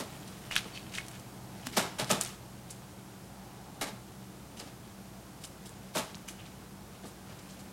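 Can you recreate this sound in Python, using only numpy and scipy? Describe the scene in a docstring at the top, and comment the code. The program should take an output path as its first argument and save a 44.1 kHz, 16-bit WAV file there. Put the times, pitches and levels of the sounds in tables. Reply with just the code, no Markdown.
"""Cat and foil balloon

In a quiet room a cat bats a foil balloon's little weight across the floor. The balloon first drifts close
by, its creases snapping as they buckle. Each swat jerks the ribbon and shakes the taut skin, which booms,
crackles and rings with a hollow note. Paws thud, the weight ticks, and friction makes ribbon and foil
rustle and creak, over the steady air and hum of a computer's fans."""
import sys
import numpy as np
from scipy import signal
from scipy.fft import rfft, irfft, next_fast_len
from scipy.io import wavfile
from scipy.ndimage import map_coordinates

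SR = 44100
rng = np.random.default_rng(int(sys.argv[2]) if len(sys.argv) > 2 else 0)


def log_audio(samples):
    """Write samples as a 16-bit WAV file to the path given in sys.argv[1]."""
    # one column per channel
    frames = np.atleast_2d(samples).T
    # limit to full scale, then quantise
    limited = np.clip(frames, -1, 1)
    pcm = np.round(limited * 32767).astype(np.int16)
    wavfile.write(sys.argv[1], SR, pcm)


N = 340452


def amp(db):
    """Amplitude ratio of a level in decibels."""
    return 10 ** (np.asarray(db) / 20)


def unit(x):
    """Normalisation to rms 1."""
    return x / np.sqrt(np.mean(x ** 2) + 1e-20)


def along(points, hz):
    """Interpolation of (frequency, value) points on a logarithmic frequency axis."""
    freqs, values = np.transpose(points)
    return np.interp(np.log(hz + 1), np.log(freqs + 1), values)


def contour(points):
    """Linear interpolation of (time, value) points at every sample."""
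    times, values = np.transpose(points)
    return np.interp(np.arange(N) / SR, times, values)


def wobble(rate):
    """Smooth random modulation: a spline through `rate` Gaussian knots a second."""
    knots = rng.standard_normal(int(N * rate / SR) + 4)
    return map_coordinates(knots, [np.arange(N) * rate / SR])


def filtered(x, response):
    """Linear filtering: the spectrum of x times a frequency response."""
    size = next_fast_len(len(x) + 8192)
    return irfft(rfft(x, size) * response(np.fft.rfftfreq(size, 1 / SR)), size)[:len(x)]


def coloured(x, spectrum):
    """Spectral shaping by (frequency [Hz], gain [dB]) points, at rms 1."""
    return unit(filtered(x, lambda hz: amp(along(spectrum, hz))))


def shelf(hz, corner_hz):
    """High-pass response: 0 far below the corner, 1 far above it."""
    return hz ** 2 / (hz ** 2 + corner_hz ** 2)


def humps(resonances, hz):
    """Sum of Lorentzian resonance curves, each of height amp(weight / 2)."""
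    return sum(amp(weight / 2) / (1 + (2 * (hz - centre) / width) ** 2)
               for centre, width, weight in resonances)


def add(track, s, sound):
    """Superposition of a sound on the track at time s, which may be negative."""
    start = round(s * SR)
    sound = sound[max(-start, 0):]
    part = track[max(start, 0):][:len(sound)]
    part += sound[:len(part)]


def damped(x, t60s, stretch=1, hold=0):
    """Frequency-dependent damping: after a hold, each band decays exponentially at its own rate."""
    hz, t, bands = signal.stft(x, SR, nperseg=256)
    age = np.maximum(t - hold, 0)
    t60 = stretch * along(t60s, hz)[:, None]
    return signal.istft(bands * amp(-60 * age / t60), SR)[1][:len(x)]


# spectra of the fans' rumble and of their airy hiss: (frequency [Hz], gain [dB])
RUMBLE_SPECTRUM = [(15, -48), (25, -9), (43, -12), (118, -3.5), (157, -5), (194, -3.5), (260, -12.5),
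                   (301, -9), (387, -14.5), (448, -18), (492, -17.5), (525, -25), (600, -54), (780, -56),
                   (1320, -120)]
AIR_SPECTRUM = [(290, -10.5), (500, -5), (545, 2), (604, 0.5), (807, -0.5), (1180, -3.5), (1550, -5.5),
                (1820, -9), (2890, -11.5), (3700, -12), (5630, -12), (8580, -13), (13400, -16),
                (14900, -22), (16000, -17)]
# resonances of the airflow: (frequency [Hz], width [Hz], weight [dB])
FLOW_RESONANCES = [(350,19,-12.5), (441,75,-8), (678.6,33,-13.5), (737.5,14,2), (841,76,-18)]
# fan and power supply tones: (frequency [Hz], initial level [dB], slope [dB/s])
HUM_TONES = [(58.4, -61, 0), (192.3, -54.5, 0), (14993, -84, 0.56)]
# envelopes of the airflow and of one fan tone that swells and fades: (time [s], level [dB])
FLOW_LEVEL = [(0,-49), (1.5,-50.5), (3,-52), (6.9,-52), (7.72,-51)]
DRONE_LEVEL = [(0,-58), (0.6,-56.5), (1.3,-51), (2.6,-54), (4.5,-57.5), (6.5,-62), (7.72,-70)]
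def fans(air_db=-2.5, drone_hz=123.7):
    """Fan noise: moving air gives a broadband spectrum, the motors slightly wavering tones."""
    t = np.arange(N) / SR
    level_db = contour(FLOW_LEVEL)
    response = lambda hz: amp(4.6 * humps(FLOW_RESONANCES, hz)) * shelf(hz, corner_hz=27.5) ** 2
    flow = lambda: filtered(rng.standard_normal(N), response)
    tone = lambda hz: np.sin(2 * np.pi * hz * t + 0.6 * wobble(6))
    rumble = amp(level_db) * coloured(flow(), RUMBLE_SPECTRUM)
    air = amp(level_db + air_db) * coloured(flow(), AIR_SPECTRUM)
    hum = sum(amp(db + slope * t + 0.29 * wobble(2.18)) * tone(hz) for hz, db, slope in HUM_TONES)
    drone = amp(contour(DRONE_LEVEL)) * tone(drone_hz)
    return rumble + air + hum + drone


# envelope of the midrange in the room's air: (time [s], level [dB])
SWELL_LEVEL = [(0,-61), (1.3,-74), (1.5,-57), (2.4,-67), (3.15,-75), (3.4,-57), (3.75,-58), (4,-73),
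               (6,-70), (6.3,-63), (6.7,-75), (7.72,-72.5)]
def air_swell(centre_hz=800, width_hz=330):
    """Amplitude-modulated band noise: the air's midrange swells faintly now and then."""
    band = filtered(rng.standard_normal(N), lambda hz: humps([(centre_hz, width_hz, 0)], hz))
    return amp(contour(SWELL_LEVEL)) * unit(band)


# spectral envelope of the foil's noises: (frequency [Hz], gain [dB])
FOIL_SPECTRUM = [(300,-12), (1200,-2), (2700,-4), (8000,-2), (10000,-1), (12500,-5.5), (15500,-8)]
def foil_band(x, centre_hz, octaves):
    """Band-pass radiation: a patch of foil sounds most strongly near its own pitch; rms 1."""
    detuning = lambda hz: np.log2((hz + 1) / centre_hz) / octaves
    return unit(filtered(x, lambda hz: amp(along(FOIL_SPECTRUM, hz)) / (1 + detuning(hz) ** 2)))


def crackle(size, rate, spread_db):
    """Poisson impulses: tiny buckles of unequal strength, on average `rate` a second."""
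    chance, strength = rng.random(size), rng.standard_normal(size)
    polarity = rng.choice([-1, 1], size)
    return (chance < rate / SR) * polarity * amp(spread_db * np.clip(strength, -2, 2))


# hollow resonances of the inflated foil: (frequency [Hz], width [Hz], weight [dB])
FOIL_RESONANCES = [(2430,160,-6), (3070,450,11), (4420,100,-25)]
def crinkle(size, centre_hz, octaves, cycles, count):
    """Shot noise: tiny facets flip at random, each a damped oscillator with its own pitch; rms 1."""
    start = rng.integers(0, size, count)
    pitch, strength = rng.standard_normal((2, count))
    hz = np.minimum(centre_hz * 2 ** (octaves * pitch), SR / 2)[:, None]
    age = np.arange(SR // 330)
    turns = hz * age / SR
    gain = amp(2.7 * np.clip(strength, -2, 2))[:, None] * np.sqrt(hz)
    grains = gain * np.sin(2 * np.pi * turns) * amp(-60 * turns / cycles)
    heap = np.bincount((start[:, None] + age).ravel(), grains.ravel(), size)[:size]
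    return unit(filtered(heap, lambda f: amp(along(FOIL_SPECTRUM, f) + humps(FOIL_RESONANCES, f))))


# envelope of the skin's slow flexing: (time [s], level [dB])
FLEX_LEVEL = [(0,-56), (.4,-59), (.6,-50), (.85,-61.5), (1.15,-52.5), (1.35,-78), (1.65,-52), (2.28,-73),
              (2.45,-65.5), (5.3,-67), (6.1,-59.5), (6.8,-68.5), (7.5,-60), (7.72,-68)]
def flexing():
    """Small-scale buckling: as the balloon drifts, broad facets and finer wrinkles crackle faintly."""
    facets = crinkle(N, centre_hz=2750, octaves=0.37, cycles=5.3, count=4500)
    wrinkles = crinkle(N, centre_hz=5925, octaves=0.63, cycles=14, count=6500)
    level_db = contour(FLEX_LEVEL) + 1.86 * wobble(25)
    return amp(level_db) * (amp(-3) * facets + amp(-7) * wrinkles)


def rub(length, centre_hz, octaves):
    """Friction noise: one brief swell of fine crackle."""
    peak_s = 0.4 * max(length, 0.005)
    age = np.arange(SR // 8) / SR / peak_s
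    return crinkle(len(age), centre_hz, octaves, cycles=18.6, count=600) * age * np.exp(1 - age)


# short rubs: (time [s], level [dB], length [s], centre frequency [Hz], spread [octaves])
RUSTLES = [(0.273,-50,0.0147,5500,0.84), (.511,-46,0.041,6000,0.63), (0.512,-42,0.059,2800,0.35),
           (0.568,-34.5,0.018,3390,0.6), (0.741,-48.5,0.0403,3850,0.47), (0.919,-49.5,.015,3960,0.72),
           (0.934,-42,0.043,4640,0.73), (0.97,-43,0.021,2600,0.83), (1.659,-43,0.014,6560,0.97),
           (1.722,-45.5,0.044,4280,0.84), (1.983,-36.5,0.028,3740,0.87), (2.068,-47.5,.03,5000,0.9),
           (2.093,-37,0.0135,4500,0.78), (2.209,-43,0.031,8500,0.49), (2.239,-45,0.07,4650,1.043),
           (2.691,-55.5,.028,5230,.6), (2.703,-43,0.014,7630,0.33), (3.814,-40.5,0.031,1880,0.174),
           (3.812,-45,0.016,3850,0.069), (4.564,-53,0.025,5500,0.76), (4.589,-46.5,0.018,4440,0.7),
           (4.612,-57,0.066,3780,0.79), (5.407,-57,.045,8000,.9), (5.434,-46,0.022,6950,0.76),
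           (5.652,-50,0.025,6340,0.84), (5.935,-52,.022,6000,.9), (6.275,-49,0.037,7700,0.51),
           (6.381,-55,0.037,2870,0.2), (6.453,-52.5,0.019,3650,0.45), (6.939,-59,.03,2940,0.27),
           (7.047,-54.5,0.049,5960,0.93), (7.385,-55.5,0.0168,6500,0.43), (7.485,-55,0.042,5600,0.6),
           (7.587,-55,0.026,7000,0.68)]
def rustles():
    """Sliding friction: ribbon and foil rub over each other."""
    out = np.zeros(N)
    for s, db, length, centre_hz, octaves in RUSTLES:
        add(out, s, amp(db) * rub(length, centre_hz, octaves))
    return out


# dragged creases: (time [s], level [dB], length [s], frequency [Hz])
CREAKS = [(0.503,-42.5,0.037,2884), (0.729,-51,0.052,4476), (0.748,-50.5,0.043,2610),
          (0.973,-47,0.036,2200)]
def creaks():
    """Stick-slip friction: the slips of a crease excite one narrow resonance of the foil."""
    out = np.zeros(N)
    for s, db, length, hz in CREAKS:
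        size = int(max(length, 0.01) * SR)
        slips = crackle(size, rate=1700, spread_db=2.5)
        note = foil_band(slips, hz, octaves=0.018)
        add(out, s, amp(db) * note * np.sin(np.pi * np.arange(size) / size))
    return out


def onset(t, rise_s):
    """Gradual loading: a raised-cosine rise from 0 to 1."""
    return np.sin(np.pi / 2 * np.minimum(t / rise_s, 1)) ** 2


# paws landing on the floor: (time [s], level [dB], frequency [Hz])
PAW_STEPS = [(1.666,-30.5,252), (1.773,-23,213), (2.022,-32,140), (2.12,-29,152), (3.926,-37.5,203),
             (4.564,-41,216), (4.617,-47,320), (4.657,-41,273), (5.959,-28,174), (6.146,-38,182)]
def paws(rise_s=0.0076, t60_s=0.079):
    """Cushioned impact: a pad takes the load gradually, and the floor soon damps the thud."""
    out, t = np.zeros(N), np.arange(SR // 8) / SR
    press = onset(t, rise_s) * amp(-60 * t / t60_s)
    for s, db, hz in PAW_STEPS:
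        add(out, s, amp(db) * press * np.sin(2 * np.pi * hz * t))
    return out


# modes of the plastic weight: (frequency [Hz], level [dB], T60 [s])
WEIGHT_MODES = [(2420,0,0.02), (2925,-2,.022), (4960,-13,.012), (6130,-1,0.029), (7360,-2,0.013),
                (10400,-9,.01)]
# its contacts with the floor: (time [s], level [dB])
WEIGHT_TAPS = [(4.572,-41), (4.582,-39), (4.5997,-35), (6.2819,-35), (6.2863,-25.5), (6.2933,-36)]
def weight_taps(ring_db=-12.5, tick_db=-9, tick_t60_s=0.0077):
    """Hard impact: the weight ticks on the floor, then rings briefly in its normal modes."""
    out, t = np.zeros(N), np.arange(SR // 10) / SR
    for s, db in WEIGHT_TAPS:
        ring = sum(amp(level + rng.normal(0, 1.87) - 60 * t / t60) * np.sin(2 * np.pi * hz * t)
                   for hz, level, t60 in WEIGHT_MODES)
        noise = foil_band(rng.standard_normal(len(t)), centre_hz=5800, octaves=1.9)
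        tick = noise * amp(tick_db - 60 * t / tick_t60_s)
        add(out, s, amp(db) * (tick + amp(ring_db) * ring))
    return out


def snap(hz, cycles, crack_cycles=14):
    """Snap-through buckling: a facet flips with a crack and rings, and the skin shivers."""
    t = np.arange(SR // 10) / SR
    life, phase = hz * t / cycles, 2 * np.pi * hz * t
    fade = amp(-60 * life) * (1 - np.exp(-life / 0.02))
    ring = fade * (np.sin(phase) + np.sin(1.17 * phase) + 0.36 * np.sin(0.893 * phase))
    age = phase / 2
    flip = 3 * age * (2 - age) * np.exp(-age)  # one push and pull of air
    splinters = 1.6 * fade * foil_band(rng.standard_normal(len(t)), hz, octaves=0.61)
    shiver = foil_band(rng.standard_normal(len(t)), hz, octaves=1) * amp(-17 - 60 * t / 0.0375)
    crack_share = 1 / (1 + (cycles / crack_cycles) ** 2)  # a short-lived facet is mostly crack
    return (1 - crack_share) * ring + crack_share * (flip + splinters) + shiver


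# creases popping through: (time [s], level [dB], facet frequency [Hz], T60 [cycles])
CREASE_SNAPS = [(.5116,-20.5,2040,20), (0.515,-30.5,2780,25), (.522,-26,2550,34), (0.5311,-30.5,2730,30),
                (0.5559,-15,5400,9), (0.5637,-18,9630,29), (.5638,-9,2640,23), (.5644,-17,1710,25),
                (.573,-23,3900,28), (.5793,-21,4800,18), (0.5877,-25,3250,32), (.775,-26,2580,30.3),
                (0.828,-40,3100,34), (.866,-39.5,2700,40), (.939,-29.5,2370,39.5), (0.952,-25,3100,30),
                (.9575,-29.5,2170,29), (0.98,-30,2900,24), (.984,-27,6500,13), (0.984,-20.5,2160,37),
                (1.066,-36,6500,14), (1.0837,-24,6100,16), (1.153,-37,6000,12), (1.198,-37,6500,14),
                (1.67,-19,3400,2.2), (1.999,-16,4160,11), (2.045,-24,5200,14), (2.1092,-17,3500,9.1),
                (2.1134,-10.5,6500,13), (2.212,-26,10500,14.5), (2.2116,-9,8130,32), (2.2117,-19.5,5870,58),
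                (2.2492,-23.5,5200,16), (2.262,-28,7500,20), (4.5995,-26,4080,22), (5.441,-31,7600,15),
                (5.446,-35,3000,15.5), (5.452,-29,7000,17), (5.6935,-34.5,7000,16.5), (6.146,-32,3280,16),
                (6.153,-31,5500,14.6), (6.403,-39,2920,23), (6.463,-37,3500,25)]
def crease_snaps(chain_db=-15, chain_s=0.031):
    """Buckling cascade: each crease that pops sets off two weaker neighbours of about its own size."""
    out = np.zeros(N)
    for s, db, hz, cycles in CREASE_SNAPS:
        add(out, s, amp(db) * snap(hz, cycles))
        delays = chain_s * rng.uniform(0.29, 1, size=2)
        octaves = rng.normal(0.214, 0.35, size=2)
        for delay, octave in zip(delays, octaves):
            add(out, s + delay, amp(db + chain_db) * snap(hz * 2 ** octave, cycles))
    return filtered(out, lambda hz: amp(along(FOIL_SPECTRUM, hz)))


# broad spectrum of the shaken balloon: (frequency [Hz], gain [dB])
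SKIN_SPECTRUM = [(65, -40), (110, -21), (167, 1), (523, -3.5), (657, -0.5), (714, -5), (1200, -6),
                 (1540, -7.5), (1780, -10), (2540, -10.5), (3540, -12), (9400, -17.5), (13700, -24.5),
                 (15800, -38)]
# its stronger resonances: (frequency [Hz], width [Hz], weight [dB])
SKIN_RESONANCES = [(287,27,12), (463,98,-7), (636,150,-5), (871,140,11), (1220,206,2), (1810,250,-18.5),
                   (3600,260,-8)]
def skin_response(hz, bass_db, treble_db):
    """Frequency response of the skin: resonant peaks on a broad spectrum, tilted in bass and treble."""
    tilt_db = bass_db * (1 - shelf(hz, corner_hz=500)) + treble_db * shelf(hz, corner_hz=4140)
    return amp(along(SKIN_SPECTRUM, hz) + 2.5 * humps(SKIN_RESONANCES, hz) + tilt_db)


# partials of the hollow note: (frequency ratio [1], level relative to the tug [dB])
SKIN_MODES = [(1.002,-9.5), (1.201,-15.5), (1.5,-12.5), (1.879,-12), (2.3,-27), (2.64,-25)]
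def hollow_note(note_hz, t, t60_s=0.16):
    """Membrane modes: the taut skin rings briefly, wavering in phase as it shakes."""
    modes = np.zeros(len(t))
    for ratio, db in SKIN_MODES:
        phase = 2 * np.pi * (ratio * note_hz * t + rng.random())
        waver = 0.5 * wobble(90)[:len(t)]
        modes += amp(db) * np.sin(phase + waver)
    return modes * amp(-60 * t / t60_s)


def dispersed(x, bass_lag_s=0.02, corner_hz=191.1):
    """Dispersion: low ripples cross the skin more slowly than high ones, so each boom falls in pitch."""
    lag_cycles = lambda hz: bass_lag_s * corner_hz * np.arctan(hz / corner_hz)
    return filtered(x, lambda hz: np.exp(-2j * np.pi * lag_cycles(hz)))


# decay of the skin after a full-strength tug: (frequency [Hz], T60 [s])
SKIN_DECAY = [(200, 0.32), (1000, 0.32), (4000, 0.34), (12000, 0.24)]
# jerks of the ribbon: (time [s], level [dB], bass [dB], treble [dB], rise [s], hold [s], note [Hz])
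RIBBON_TUGS = [(-0.012,-33.5,1.5,3,.01,0.012,902), (0.647,-43,-4,-26,0.0113,.008,667),
               (1.762,-21.3,-6,2.5,0.013,0.0064,664), (1.985,-33,-4.5,-2.5,0.012,0.036,644),
               (2.097,-22.5,-1.5,5,0.0084,0.0042,641.4), (2.2,-33.5,-14,5,0.013,.004,743),
               (3.8083,-28.5,0,7,0.0088,0.0035,428), (3.856,-36,-1.5,2,0.033,0.015,710),
               (4.595,-42,-2,0,0.016,.01,374), (4.651,-50.5,-2,0,0.032,0.033,525),
               (5.944,-30,-3,3.5,0.015,0.042,603), (6.281,-44,-12,8.5,0.012,.003,820),
               (7.025,-46,4,-9,0.0183,0.029,705), (7.279,-52.5,-4,-5,0.017,0.0546,894)]
def ribbon_tugs(full_tug_db=-15.5, split_hz=1640, paper_db=-1, boom_db=-1.5, slide_db=-29, lead_s=0.0058):
    """Transient excitation: the ribbon snaps taut; the skin booms below split_hz and crackles above."""
    out, t = np.zeros(N), np.arange(SR // 2) / SR
    for s, db, bass_db, treble_db, rise, hold, note_hz in RIBBON_TUGS:
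        swell = onset(t, rise)
        colour = lambda hz: skin_response(hz, bass_db, treble_db)
        colour_rms = np.sqrt(np.mean(colour(np.fft.rfftfreq(len(t), 1 / SR)) ** 2))
        buckles = unit(crackle(len(t), rate=7600, spread_db=8.5))
        rattle = unit(buckles + rng.standard_normal(len(t)))
        clumps = unit(amp(1.7 * wobble(340)[:len(t)]))
        paper = filtered(rattle * clumps, lambda hz: colour(hz) * np.sqrt(shelf(hz, split_hz)))
        noise = rng.standard_normal(len(t))
        boom = filtered(noise, lambda hz: colour(hz) * np.sqrt(1 - shelf(hz, split_hz)))
        shake = (amp(paper_db) * paper + amp(boom_db) * boom) / colour_rms
        stretch = 1.01 * np.exp(0.0372 * (db - full_tug_db))  # a weaker tug dies away sooner
        skin = damped(shake, SKIN_DECAY, stretch, hold) + hollow_note(note_hz, t)
        add(out, s, amp(db) * swell * skin)
        slide = rub(length=0.027, centre_hz=4970, octaves=0.82)  # the slack ribbon slides first
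        add(out, s - lead_s, amp(db + slide_db) * slide)
    return dispersed(out)


# reverberation time of the small furnished room: (frequency [Hz], T60 [s])
ROOM_DECAY = [(200, 0.53), (2000, 0.51), (12000, 0.37)]
def reverberation(x):
    """Diffuse field: convolution with a decaying noise tail of unit energy."""
    tail = damped(rng.standard_normal(SR // 2), ROOM_DECAY)
    return signal.fftconvolve(x, tail / np.linalg.norm(tail))[:N]


def scene():
    """Superposition of direct and reverberant sound; the near snaps stay almost dry."""
    play = ribbon_tugs() + rustles() + creaks() + flexing() + paws() + weight_taps()
    snaps = crease_snaps()
    room = reverberation(amp(-9) * play + amp(-22) * snaps)
    return (play + snaps + room + fans() + air_swell())[None]


def record(dry, top_hz=15900):
    """Band limiting: an ideal low-pass filter keeps nothing above top_hz."""
    return np.array([filtered(channel, lambda hz: hz < top_hz) for channel in dry])


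dry = scene()
out = record(dry)
log_audio(out)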